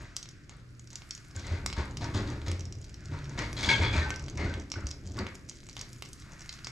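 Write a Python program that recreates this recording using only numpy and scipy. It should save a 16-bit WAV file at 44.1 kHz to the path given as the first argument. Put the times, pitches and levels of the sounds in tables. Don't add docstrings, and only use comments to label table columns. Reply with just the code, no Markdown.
import sys
import numpy as np
from scipy import signal
from scipy.fft import rfft, irfft, next_fast_len
from scipy.io import wavfile
from scipy.ndimage import uniform_filter1d

SR = 44100
rng = np.random.default_rng(int(sys.argv[2]) if len(sys.argv) > 2 else 0)


def generate_wav(signal):
    frames = np.transpose(np.atleast_2d(signal))
    scaled = np.clip(frames, -1, 1) * 32767
    pcm = np.round(scaled).astype(np.int16)
    wavfile.write(sys.argv[1], SR, pcm)


def invert_db(x):
    u = np.asarray(x, float) / 20
    return 10 ** u


N = 295955
T = np.arange(N) / SR


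def unit(x):
    return x / np.sqrt(np.mean(x ** 2))


def ring(x, hz, t60):
    pole = np.exp(2j * np.pi * hz / SR - np.log(1000) / (t60 * SR))
    return signal.lfilter([1], [1, -pole], x).imag


def peaks(x, table):
    total = 0
    for k, (hz, width, db) in enumerate(table):
        sign = (-1) ** k
        total = total + sign * invert_db(db) * signal.lfilter(*signal.iirpeak(hz, hz / width, SR), x)
    return total


def colour(x, table):
    hz, db = np.transpose(table)
    size = 8192
    grid_hz = np.arange(size // 2 + 1) * SR / size
    log_gain = np.interp(np.log(grid_hz + 1), np.log(hz), db) * np.log(10) / 20
    fold = irfft(log_gain) * np.r_[1, np.full(size // 2 - 1, 2), 1, np.zeros(size // 2 - 1)]
    return signal.fftconvolve(x, irfft(np.exp(rfft(fold))))[:N]


def jolts(rate, spread_db):
    size_db = spread_db * np.minimum(rng.exponential(size=N), 3.5)
    happens = rng.random(N) < rate / SR
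    return unit(happens * np.clip(rng.standard_normal(N), -2.2, 2.2) * invert_db(size_db))


def walk(rate):
    k = int(SR / rate)
    steps = np.repeat(rng.standard_normal(N // k + 1), k)
    wander = uniform_filter1d(uniform_filter1d(steps, k), k)[:N]
    return np.clip(1.4 * wander, -1.8, 1.8)


def gain(table):
    s, db = np.transpose(table)
    return invert_db(np.interp(T, s, db, left=-140, right=-140))


def surge(s, db, hold, t60, rise):
    power, i = np.zeros(N), int(s * SR)
    t = T[:min(N - i, int((hold + t60) * SR))]
    fade = invert_db(db - 60 * np.maximum(t - hold, 0) / t60)
    power[i:i + len(t)] = (fade * (1 - np.exp(-t / rise))) ** 2
    return power


def place(x, pan_db):
    return np.array([x * invert_db(pan_db / 2), x * invert_db(-pan_db / 2)])


def pops():
    # pitch in Hz, width in Hz, level in dB.
    pan_floor = [(640, 3000, -12), (1240, 550, -2.5), (2130, 147, 1), (2800, 1240, -4.5)]
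    # start in seconds, peak level in dB, bubble pitch in Hz,
    # low part in dB and bright part in dB, both relative to the bubble.
    bursts = [(0.165, -13.5, 6070, -16, 7), (0.2277, -21.5, 5800, -20, -13), (0.9557, -18, 6100, -29, -18),
              (1.1079, -16.5, 5530, -36, -17), (1.1499, -25, 6700, -32, -4), (1.661, -11, 5500, -2.5, 11),
              (1.727, -21.5, 5260, -1, -12), (1.9702, -17, 5760, -11, -13), (2.0428, -25, 5740, -21, -2),
              (2.4815, -27.5, 5160, 0, 11), (2.515, -22, 5550, -4.5, 11.5), (3.3895, -26, 3450, 5.5, -9),
              (3.5286, -25, 5760, -3.5, 0), (4.1041, -18.5, 6030, 4, 1), (4.1594, -23.5, 5800, -17, 5),
              (4.2819, -26.5, 4100, -0.5, -8), (4.3735, -22.5, 6050, -7, -14),
              (4.7171, -14, 5600, -10, -11), (4.8681, -18, 6060, -18, -4), (4.9116, -19, 5160, -17, -15),
              (5.1886, -20.5, 4570, -4, 3), (5.4954, -21, 6140, -30, 3), (5.7665, -23, 3540, -5, 2),
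              (5.8119, -17.5, 6400, -14, 5), (6.0224, -20.5, 4330, -1.5, 8), (6.1304, -24.5, 6600, -26, 0),
              (6.492, -18, 4600, -20, -10), (6.526, -23.5, 5300, -13, -6), (6.6448, -20, 5070, -17, -13),
              (6.6696, -20.5, 5400, -2, -14)]
    # start in seconds, peak level in dB.
    large = [(0.2567, -34.5), (1.0193, -32.5), (1.7, -25), (2.416, -34), (3.188, -31.5), (3.2427, -51),
             (3.2549, -35), (4.1403, -27), (4.539, -24), (4.7392, -29), (5.2663, -27), (5.513, -36.5),
             (5.6316, -40), (6.2213, -37), (6.59, -38)]
    middle = [(0.1602, -34), (0.2881, -28.5), (0.873, -34), (0.9032, -33), (1.177, -31), (1.31, -35),
              (1.395, -27.5), (2.301, -29), (2.594, -28), (2.607, -26.5), (2.6534, -28), (2.724, -26),
              (2.7524, -46), (2.8424, -29.5), (2.942, -30), (3.0559, -29.5), (3.294, -32.5),
              (4.1946, -26.5), (4.2397, -31), (4.598, -29.5), (4.888, -28), (5.0727, -27.5), (5.118, -30.5),
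              (5.169, -32), (5.353, -27.5), (5.729, -32.5), (5.792, -23.5), (5.9294, -38), (6.051, -30),
              (6.4172, -29.5), (6.5384, -29)]
    small = [(0.3103, -37), (0.494, -30), (0.7946, -32), (0.9301, -29.5), (1.2475, -38), (1.4676, -26.5),
             (1.91, -35), (2.785, -39), (2.811, -41), (2.894, -35), (4.355, -34), (5.666, -31),
             (5.688, -28.5), (5.778, -33), (5.9613, -39), (6.088, -35), (6.1994, -38), (6.319, -33),
             (6.393, -33), (6.407, -30), (6.459, -32)]
    tiny = [(0.019, -32), (0.03, -34), (0.238, -35), (0.567, -37), (0.705, -42), (0.2887, -30), (1.09, -35),
            (1.283, -34), (1.364, -31), (1.8552, -30), (2.5152, -29), (3.5289, -20.5), (3.6301, -23),
            (4.0931, -26), (4.701, -39.5), (5.1736, -25), (5.3512, -24.5), (5.89, -32.5), (5.9299, -22),
            (5.985, -42), (6.088, -33), (6.1305, -20.5), (6.1993, -29)]
    # bubble pitch in Hz, low part in dB relative to the bubble.
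    sizes = [
        (3950, -1),
        (5650, -16),
        (6650, -8.5),
        (11000, -37),
    ]
    # start in seconds, peak level in
    # dB, pitch in Hz.
    ticks = [(0.4362, -50, 5440), (0.443, -46, 5560), (0.6911, -49, 5430), (0.7258, -53, 5380),
             (0.7496, -47, 5340), (0.8418, -41, 6030), (0.9085, -33, 5700), (0.934, -36, 7670),
             (1.09, -42, 5380), (1.3563, -34, 6890), (1.3624, -25.5, 7000), (1.7327, -26, 4200),
             (2.4826, -25, 5300), (2.7523, -36, 5200), (2.8151, -35, 6680), (2.825, -42, 5430),
             (2.8474, -35, 5900), (3.006, -38, 6040), (3.0383, -45, 5340), (3.0486, -41, 7110),
             (3.1361, -40, 5860), (3.2423, -32, 5450), (3.317, -42, 6980), (3.3894, -20, 5300),
             (4.2232, -34, 6680), (4.2615, -32.5, 5770), (4.2877, -31, 4010), (4.2981, -28.5, 6200),
             (4.3077, -34, 6100), (4.6097, -36, 6030), (4.6202, -39, 6120), (4.701, -33, 5350),
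             (4.806, -37, 6850), (4.8584, -36, 4520), (4.9066, -27, 5740), (5.0575, -37, 6240),
             (5.0653, -36, 6930), (5.1806, -37, 6240), (5.2865, -37, 5560), (5.3458, -36, 6240),
             (5.393, -43, 6200), (5.4493, -49, 5040), (5.4634, -46, 6160), (5.4887, -24.5, 6200),
             (5.5548, -35, 5340), (5.5675, -40, 7670), (5.695, -27.5, 4430), (5.8902, -42, 6420),
             (5.93, -38, 5270), (5.9834, -40, 6720), (6.058, -30, 5400), (6.2208, -37, 5680),
             (6.333, -36, 5990), (6.422, -34, 5630), (6.5877, -37, 4500), (6.6875, -36, 5640)]
    pitch_scatter, low_scatter_db = 0.04, 4
    tick_low_db, faint_bright_db = -16, -4
    wall_echo_s, wall_echo = 0.000394, 0.15

    bubbles = list(bursts)
    for rows, (size_hz, size_low_db) in zip([large, middle, small, tiny], sizes):
        for s, db in rows:
            hz = size_hz * (1 + pitch_scatter * rng.standard_normal())
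            low_db = size_low_db + low_scatter_db * rng.standard_normal()
            bubbles.append((s, db, hz, low_db, faint_bright_db))
    for s, db, hz in ticks:
        bubbles.append((s, db, hz, tick_low_db, faint_bright_db))

    length = 1024
    out, t = np.zeros(N + length), T[:length]
    for s, db, hz, low_db, bright_db in bubbles:
        crack_noise, push_noise, scatter_noise = rng.standard_normal((3, length))
        crack_bands = [(hz, 2000, 2), (7800, 1500, bright_db + 2), (11700, 3000, bright_db + 9)]
        crack = peaks(crack_noise * np.exp(-t / 0.00042), crack_bands)
        tone = np.sin(2 * np.pi * hz * t) * np.exp(-t / 0.0005)
        bubble = (tone + 0.46 * crack) * (1 - np.exp(-t / 0.00033))
        push = (np.sign(push_noise[0]) + 0.2 * push_noise) * np.exp(-t / 0.00008)
        burst = bubble + invert_db(low_db + 12.5) * peaks(push, pan_floor)
        echo = wall_echo * np.interp(t - wall_echo_s, t, burst, left=0)
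        rim = invert_db(-7.0) * peaks(scatter_noise * np.exp(-t / 0.0032), [(hz, 3200, 0)])
        i = int((s + 0.0006) * SR)
        out[i:i + length] += (burst + echo + rim) * invert_db(db)
    return place(out[:N], pan_db=-1.4)


def sizzle():
    # time in seconds, level in dB.
    heat = [(0, -67), (.5, -75), (1.3, -69), (5.3, -61), (5.899, -53.5), (6.3, -59), (6.71, -52.5)]
    # time in seconds, level in dB.
    spray = [(0, -94), (1.0, -73), (2.2, -69.5), (3.0, -78.5), (3.7, -66.5), (4.3, -79), (5.4, -75),
             (5.95, -70), (6.4, -68), (6.71, -75)]
    grains = 0
    for hz, width, db in [(4600, 2400, 1), (6300, 1700, -1.0), (9500, 3200, -8.0)]:
        grains = grains + invert_db(db) * peaks(jolts(110, spread_db=1), [(hz, width, 0)])
    fizz = unit(grains) * gain(heat) * invert_db(3.1 * walk(15) - 6.5)
    mist_band = [(11600, 4900, 0)]
    mist = unit(peaks(peaks(jolts(2500, spread_db=1.5), mist_band), mist_band))
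    mist = mist * invert_db(1.9 * walk(7.2) + 12) * gain(spray)
    return place(fizz + mist, pan_db=0.3)


def drawer():
    # pitch in Hz, width in Hz, level in dB.
    boom_modes = [(40, 22, -5.5), (81.2, 11.7, 0), (92, 17, -10.5), (108, 25, -4.5), (151.6, 11.5, -10.5)]
    # pitch in Hz, width in Hz, level in dB.
    panel_modes = [(194.6, 25, 1.5), (246, 14.3, 2), (288, 27, 1.5), (349, 57, -1.5), (423.6, 11, -0.5),
                   (550, 200, -12.5)]
    # frequency in Hz, level in dB per Hz.
    runner_tone = [(290, -31), (500, -0.5), (681, 4.5), (770, -7), (921, 4), (1110, 1), (1510, 2.5),
                   (2130, 2.5), (2790, -7), (3300, -26), (4300, -9.5), (7700, -38.5)]
    # frequency in Hz, level in dB per Hz.
    contents_tone = [(1500, -0.5), (2600, -7), (3500, 3), (4600, 1.5), (5600, -4), (6400, -2), (7500, -8.5),
                     (8600, -8.5), (12000, -10.5), (15500, -35)]
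    # time in seconds, level in dB.
    drone_level = [(3.04, -55), (3.1, -38.5), (3.3, -42.5), (3.45, -39.5), (3.55, -63)]
    # start in seconds, runners peak in dB, sliding contents in dB,
    # length of the slide in seconds, loudest chatter in Hz.
    lurches = [(0.0, -39.5, -46.5, 0.006, 2000), (0.492, -44.5, -47.5, 0.011, 1300),
               (0.909, -47.5, -49, 0.016, 1490), (1.347, -37.5, -41, 0.062, 2170),
               (1.442, -36.5, -40.5, 0.053, 2420), (1.505, -36.5, -45, 0.052, 1540),
               (1.761, -28, -35.5, 0.029, 1040), (2.006, -27.5, -35.5, 0.034, 870),
               (2.139, -29, -32.5, 0.037, 1240), (2.266, -36.5, -40.5, 0.022, 890),
               (2.459, -32, -35.5, 0.01, 2270), (3.111, -36.5, -45, 0.036, 990),
               (3.29, -41.5, -52, 0.11, 980), (3.374, -23.5, -30, 0.01, 2160),
               (3.565, -30, -28.5, 0.062, 2250), (3.627, -27.5, -21.5, 0.032, 2260),
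               (3.684, -25, -23.5, 0.029, 2320), (3.812, -21, -30.5, 0.015, 880),
               (3.925, -24, -29.5, 0.056, 2460), (4.029, -44, -48, 0.13, 1360),
               (4.373, -27, -37.5, 0.07, 2130), (4.439, -44, -41, 0.016, 1400),
               (4.755, -35.5, -56, 0.035, 1390), (5.15, -38.5, -47, 0.032, 1810),
               (5.177, -31.5, -44.5, 0.02, 1230), (5.763, -41, -42.5, 0.04, 2090),
               (6.25, -48, -57.5, 0.1, 570)]
    # start in seconds, peak level in dB, boom pitch in Hz,
    # panels in dB relative to the boom, time to fade by 60 dB in seconds.
    thumps = [(1.353, -28.5, 90.6, -50, 0.36), (1.512, -16, 86, -20.5, 0.24),
              (1.777, -14.5, 70.6, -16, 0.17), (2.006, -31, 105.3, -6.5, 0.89),
              (2.145, -13.5, 98, -13.5, 0.19), (2.191, -16, 99, -15, 0.2),
              (2.255, -30.5, 117.3, -5.5, 0.92), (2.471, -20.5, 87.7, -16, 0.68),
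              (2.767, -21, 108, -44, 0.094), (3.116, -22.5, 92, -18.5, 0.23),
              (3.385, -21.5, 68, -11.5, 0.12), (3.673, -14.5, 80, -17, 0.19),
              (3.795, -13.5, 88.4, -12.5, 0.27), (3.839, -25, 103, -12, 0.093),
              (3.926, -14.5, 84.3, -16, 0.18), (3.975, -10, 78.3, -49, 0.15), (4.391, -32, 86, 3, 0.16),
              (4.439, -26, 81.2, -5.5, 0.68), (4.569, -20.5, 74, -14, 0.17), (4.762, -18.5, 92, -18, 0.12),
              (4.837, -20.5, 72, -49, 0.25), (5.038, -30, 85.6, -30, 0.42), (5.171, -22, 81.6, -18, 0.12),
              (5.198, -24.5, 92, -4.5, 0.23)]
    # time in seconds, level in dB.
    load = [(0, -37.5), (.11, -54.5), (1.28, -57), (1.382, -39.5), (2.27, -35), (2.57, -40), (2.86, -46.5),
            (3.95, -29), (4.19, -39), (4.48, -31.5), (4.74, -50.5), (4.84, -37), (5.01, -47), (5.18, -34),
            (5.45, -62)]
    drone_hz, drone_sag_hz_per_s = 149, 26.2
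    panels_db = -9.5
    slip_t60_s, slip_rise_s = 0.47, 0.008
    slide_t60_s, slide_rise_s = 0.5, 0.0023

    roll = jolts(500, spread_db=0.5) + 1.15 * rng.standard_normal(N)
    slide = jolts(1500, spread_db=-1.5) + 0.5 * rng.standard_normal(N)
    boom = unit(peaks(peaks(roll, boom_modes), [(84.4, 310, 0)]))
    panels = unit(peaks(roll, panel_modes))
    runners = unit(colour(roll + 0.35 * jolts(400, spread_db=2), runner_tone))
    contents = unit(colour(slide, contents_tone))

    t = T - drone_level[0][0]
    drone_phase = 2 * np.pi * (drone_hz - drone_sag_hz_per_s * t / 2) * t
    low = unit(np.sin(drone_phase + 0.5 * walk(35))) * gain(drone_level)
    low = low + (boom + invert_db(panels_db) * panels) * gain(load)

    knock = 0
    for s, db, hz, panel_db, t60 in thumps:
        thump = np.sqrt(surge(s, db - 0.5, 0, t60, rise=0.0093))
        low = low + thump * np.sin(2 * np.pi * hz * (T - s))
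        knock = knock + surge(s, db + panel_db - 8.0, 0.029, 0.55 * t60, rise=0.001)
    low = low + panels * np.sqrt(knock)

    rail, slide_power = 0, 0
    for s, db, slide_db, hold, hz in lurches:
        favoured = peaks(runners, [(hz, 200, 0), (hz * 0.713, 120, -1), (hz * 1.37, 200, -3)])
        slip = np.sqrt(surge(s, db - 15.5, hold, slip_t60_s, slip_rise_s))
        rail = rail + (runners + 0.62 * favoured) * slip
        slide_power = slide_power + surge(s, slide_db - 11.5, hold, slide_t60_s, slide_rise_s)
    rail = rail * invert_db(1.35 * walk(40))
    sliding = contents * np.sqrt(slide_power) * invert_db(1.16 * walk(35))
    high = place(rail, pan_db=6.0) + place(sliding, pan_db=2.5)
    return place(low, pan_db=0.3), high


def cutlery():
    # start in seconds, strength in dB.
    shaking = [
        (3.59, -39.5),
        (3.687, -25.5),
        (3.78, -41),
        (3.83, -30.5),
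        (3.928, -36),
        (4.1, -64),
    ]
    # pitch in Hz, level in dB, time to fade by 60 dB in seconds.
    heap_modes = [(933, -12, 0.071), (1010, -19, 0.16), (1570, -9, 0.05), (1646, -10, 0.12),
                  (2180, -9, 0.054), (2256, -3, 0.05), (2440, -2, 0.03), (3200, -8.5, 0.042),
                  (3400, -8, 0.048), (3450, -3, 0.016), (3500, -12, 0.06), (4100, -9, 0.034),
                  (4530, -10, 0.032), (5070, -19, 0.063)]
    # start in seconds, strength in dB.
    slams = [
        (3.688, -17.5),
        (3.7007, -22),
        (3.713, -37),
        (3.737, -43),
    ]
    # start in seconds, level in dB,
    # pitch in Hz, time to fade by 60 dB in seconds.
    clinks = [(0, -54, 6580, 0.16), (1.369, -41, 1560, 0.061), (2.05, -44, 1535, 0.12),
              (3.645, -22, 3450, 0.032), (3.737, -22.5, 3200, 0.072), (3.84, -36.5, 3280, 0.2),
              (3.876, -31.5, 3380, 0.11), (3.937, -28, 2350, 0.059), (3.991, -45, 1897, 0.15),
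              (4.013, -32, 1815, 0.2), (4.03, -30, 1535, 0.1), (4.045, -30, 1540, 0.099),
              (3.706, -26.5, 917, 0.13), (4.108, -30.5, 1540, 0.14), (4.498, -39, 1540, 0.15),
              (4.757, -37, 1490, 0.055), (1.443, -39, 2020, 0.038), (1.8, -43, 970, 0.11),
              (2.05, -37, 958, .1), (1.77, -34, 515, 0.067), (2.018, -37, 710, 0.062),
              (2.143, -39, 1220, 0.049), (3.567, -34, 4100, 0.076), (3.567, -39, 3290, .08),
              (3.608, -40, 6200, .05), (3.632, -25, 2215, 0.036), (3.644, -35, 6160, .05),
              (3.688, -25, 4590, 0.036), (3.7, -23, 2220, .018), (3.689, -19.5, 2203, .2),
              (3.733, -28, 1582, 0.096), (3.689, -21.5, 2273, .2), (3.965, -33, 4250, 0.058),
              (3.813, -26.5, 2140, .05), (3.84, -28, 2200, 0.044), (3.952, -29, 2270, 0.089),
              (3.996, -31, 4020, 0.044), (4.06, -30.5, 855, 0.09), (4.378, -39, 2230, 0.068),
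              (4.407, -35, 2073, 0.098), (4.463, -32, 1460, 0.052), (4.761, -41, 1200, 0.056),
              (4.825, -41, 1380, 0.042), (5.178, -32.5, 1117, 0.063), (5.18, -38, 1400, 0.071),
              (5.203, -40, 1970, 0.04), (5.212, -36, 353, 0.06), (6.492, -35, 2090, 0.028),
              (3.392, -35, 290, 0.081), (5.193, -30, 303, 0.036)]
    shake_t60_s, blow_s = 0.35, 0.001
    heap_damping = 0.6
    rattle, rise_share = 0.51, 0.018

    shake = np.sqrt(sum(surge(s, db, 0, shake_t60_s, rise=0.0026) for s, db in shaking))
    shake = shake * (rng.random(N) < 260 / SR)
    blows = np.sqrt(sum(surge(s, db - 19.5, blow_s, 0.014, rise=blow_s) for s, db in slams))
    sound = np.zeros(N)
    for hz, db, t60 in heap_modes:
        strike = 1.23 * shake * rng.uniform(-2.06, 1.9, N) + blows * rng.standard_normal(N)
        sound += invert_db(db) * ring(strike, hz, heap_damping * t60)

    wobble, flutter = walk(70), walk(90)
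    for s, db, hz, t60 in clinks:
        i = int(s * SR)
        t = T[:min(SR // 2, N - i)]
        now = slice(i, i + len(t))
        swing = np.sin(2 * np.pi * hz * t + rattle * wobble[now]) * (1 + rattle * flutter[now] / 2)
        sound[now] += invert_db(db - 60 * t / t60) * (1 - np.exp(-t / (rise_share * t60))) * swing
    return place(sound, pan_db=3.0)


def room(x):
    # frequency in Hz, time to fade by 60 dB in seconds, level in dB.
    echo_bands = [(292, 0.75, 9.5), (1490, 0.48, 4.5), (3970, 0.29, 3.5), (12200, 0.23, 1.5)]
    alike = 0.49
    t = T[:SR // 2]
    tail = 0
    for hz, t60, db in echo_bands:
        edges_hz = [hz / 1.88, min(hz * 1.63, 20000)]
        band = signal.butter(2, edges_hz, "band", fs=SR, output="sos")
        noise = signal.sosfilt(band, rng.standard_normal((2, len(t))))
        tail = tail + invert_db(db - 60 * t / t60) * noise
    tail = tail * np.clip((t - 0.002) / 0.0019, 0, 1) / np.sqrt(np.sum(tail[0] ** 2))
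    shared = np.sqrt(1 + alike) * tail[0]
    differing = np.sqrt(1 - alike) * peaks(tail[1], [(2460, 6700, 2.0)])
    pair = shared + differing * np.array([[1], [-1]])
    return signal.fftconvolve(pair, x.mean(axis=0)[None], axes=1)[:, :N]


def air():
    # frequency in Hz, level in dB per Hz.
    noise_tone = [(12, -44), (20, 2.5), (137, -1), (208, -8.5), (353, -10.5), (441, -20), (652, -18),
                  (861, -38), (1460, -16), (1930, -23.5), (3100, -32.5), (6960, -35.5), (8460, -36.5),
                  (12200, -34), (13200, -46), (15600, -60)]
    # middle in seconds, rise in dB, half length in seconds.
    hum_swells = [
        (0, 17.5, 0.14),
        (0.788, 15.5, 0.36),
        (5.894, 14, 0.245),
        (6.71, 18.5, 0.13),
    ]
    noise_db, hum_hz, hum_db = -49, 120.7, -63
    creep_db_per_s = 0.71
    mid, side = (unit(colour(rng.standard_normal(N), noise_tone)) for _ in range(2))
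    swell = walk(3.15)
    rumble = signal.sosfilt(signal.butter(2, 800, fs=SR, output="sos"), mid)
    hiss = mid - rumble
    mid = rumble * invert_db(creep_db_per_s * T - 2.5)
    for hz in 1000 * 2.25 ** np.arange(4):
        band = signal.butter(1, [hz / 1.33, hz * 1.366], "band", fs=SR, output="sos")
        mid = mid + signal.sosfilt(band, hiss) * invert_db(2.38 * walk(6.5) + 3.0 * swell)
    side = invert_db(-6.5) * peaks(side, [(2350, 17400, 0)])
    hum_level = hum_db + sum(db * np.exp(-((T - s) / half) ** 4) for s, db, half in hum_swells)
    hum = np.sin(2 * np.pi * hum_hz * T + 0.68 * walk(1.9)) * invert_db(hum_level)
    return invert_db(noise_db) * (mid + side * np.array([[1], [-1]])) + hum


def scene():
    fat = pops() + sizzle()
    low, high = drawer()
    heap = cutlery()
    to_room = invert_db(-11.5) * heap + invert_db(-10.0) * fat + invert_db(-22.5) * low + invert_db(-8.5) * high
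    return fat + low + high + heap + room(to_room) + air()


def roll_off(x):
    return signal.sosfilt(signal.butter(12, 15400, fs=SR, output="sos"), x)


def record(dry):
    # frequency in Hz, level in dB.
    mic_tone = [(20, -3.5), (7600, -0.5), (8800, -10.5), (10800, -18.5), (12000, -22.5), (14000, -26.5),
                (16000, -45)]
    # frequency in Hz, level in dB.
    difference_tone = [(60, -1), (1000, -3.5), (5200, 4), (6200, -8.5), (12000, 11.5)]
    # frequency in Hz, phase turn in radians.
    phase_turn = [(400, -0.14), (1120, -0.65), (2600, -1.08), (3100, -0.44), (4300, -1.1), (5250, -0.23),
                  (15000, 0)]
    mid = colour(dry.mean(axis=0), mic_tone)
    side = colour(colour((dry[0] - dry[1]) / 2, mic_tone), difference_tone)
    hz, turn = np.transpose(phase_turn)
    size = next_fast_len(N)
    grid_hz = np.arange(size // 2 + 1) * SR / size
    half = np.exp(0.5j * np.interp(grid_hz, np.r_[0, hz], np.r_[0, turn]))
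    spectra = rfft(np.array([mid + side, mid - side]), size)
    ports = irfft(spectra * np.array([half, half.conj()]), size)[:, :N]
    return roll_off(ports)


dry = scene()
out = record(dry)
generate_wav(out)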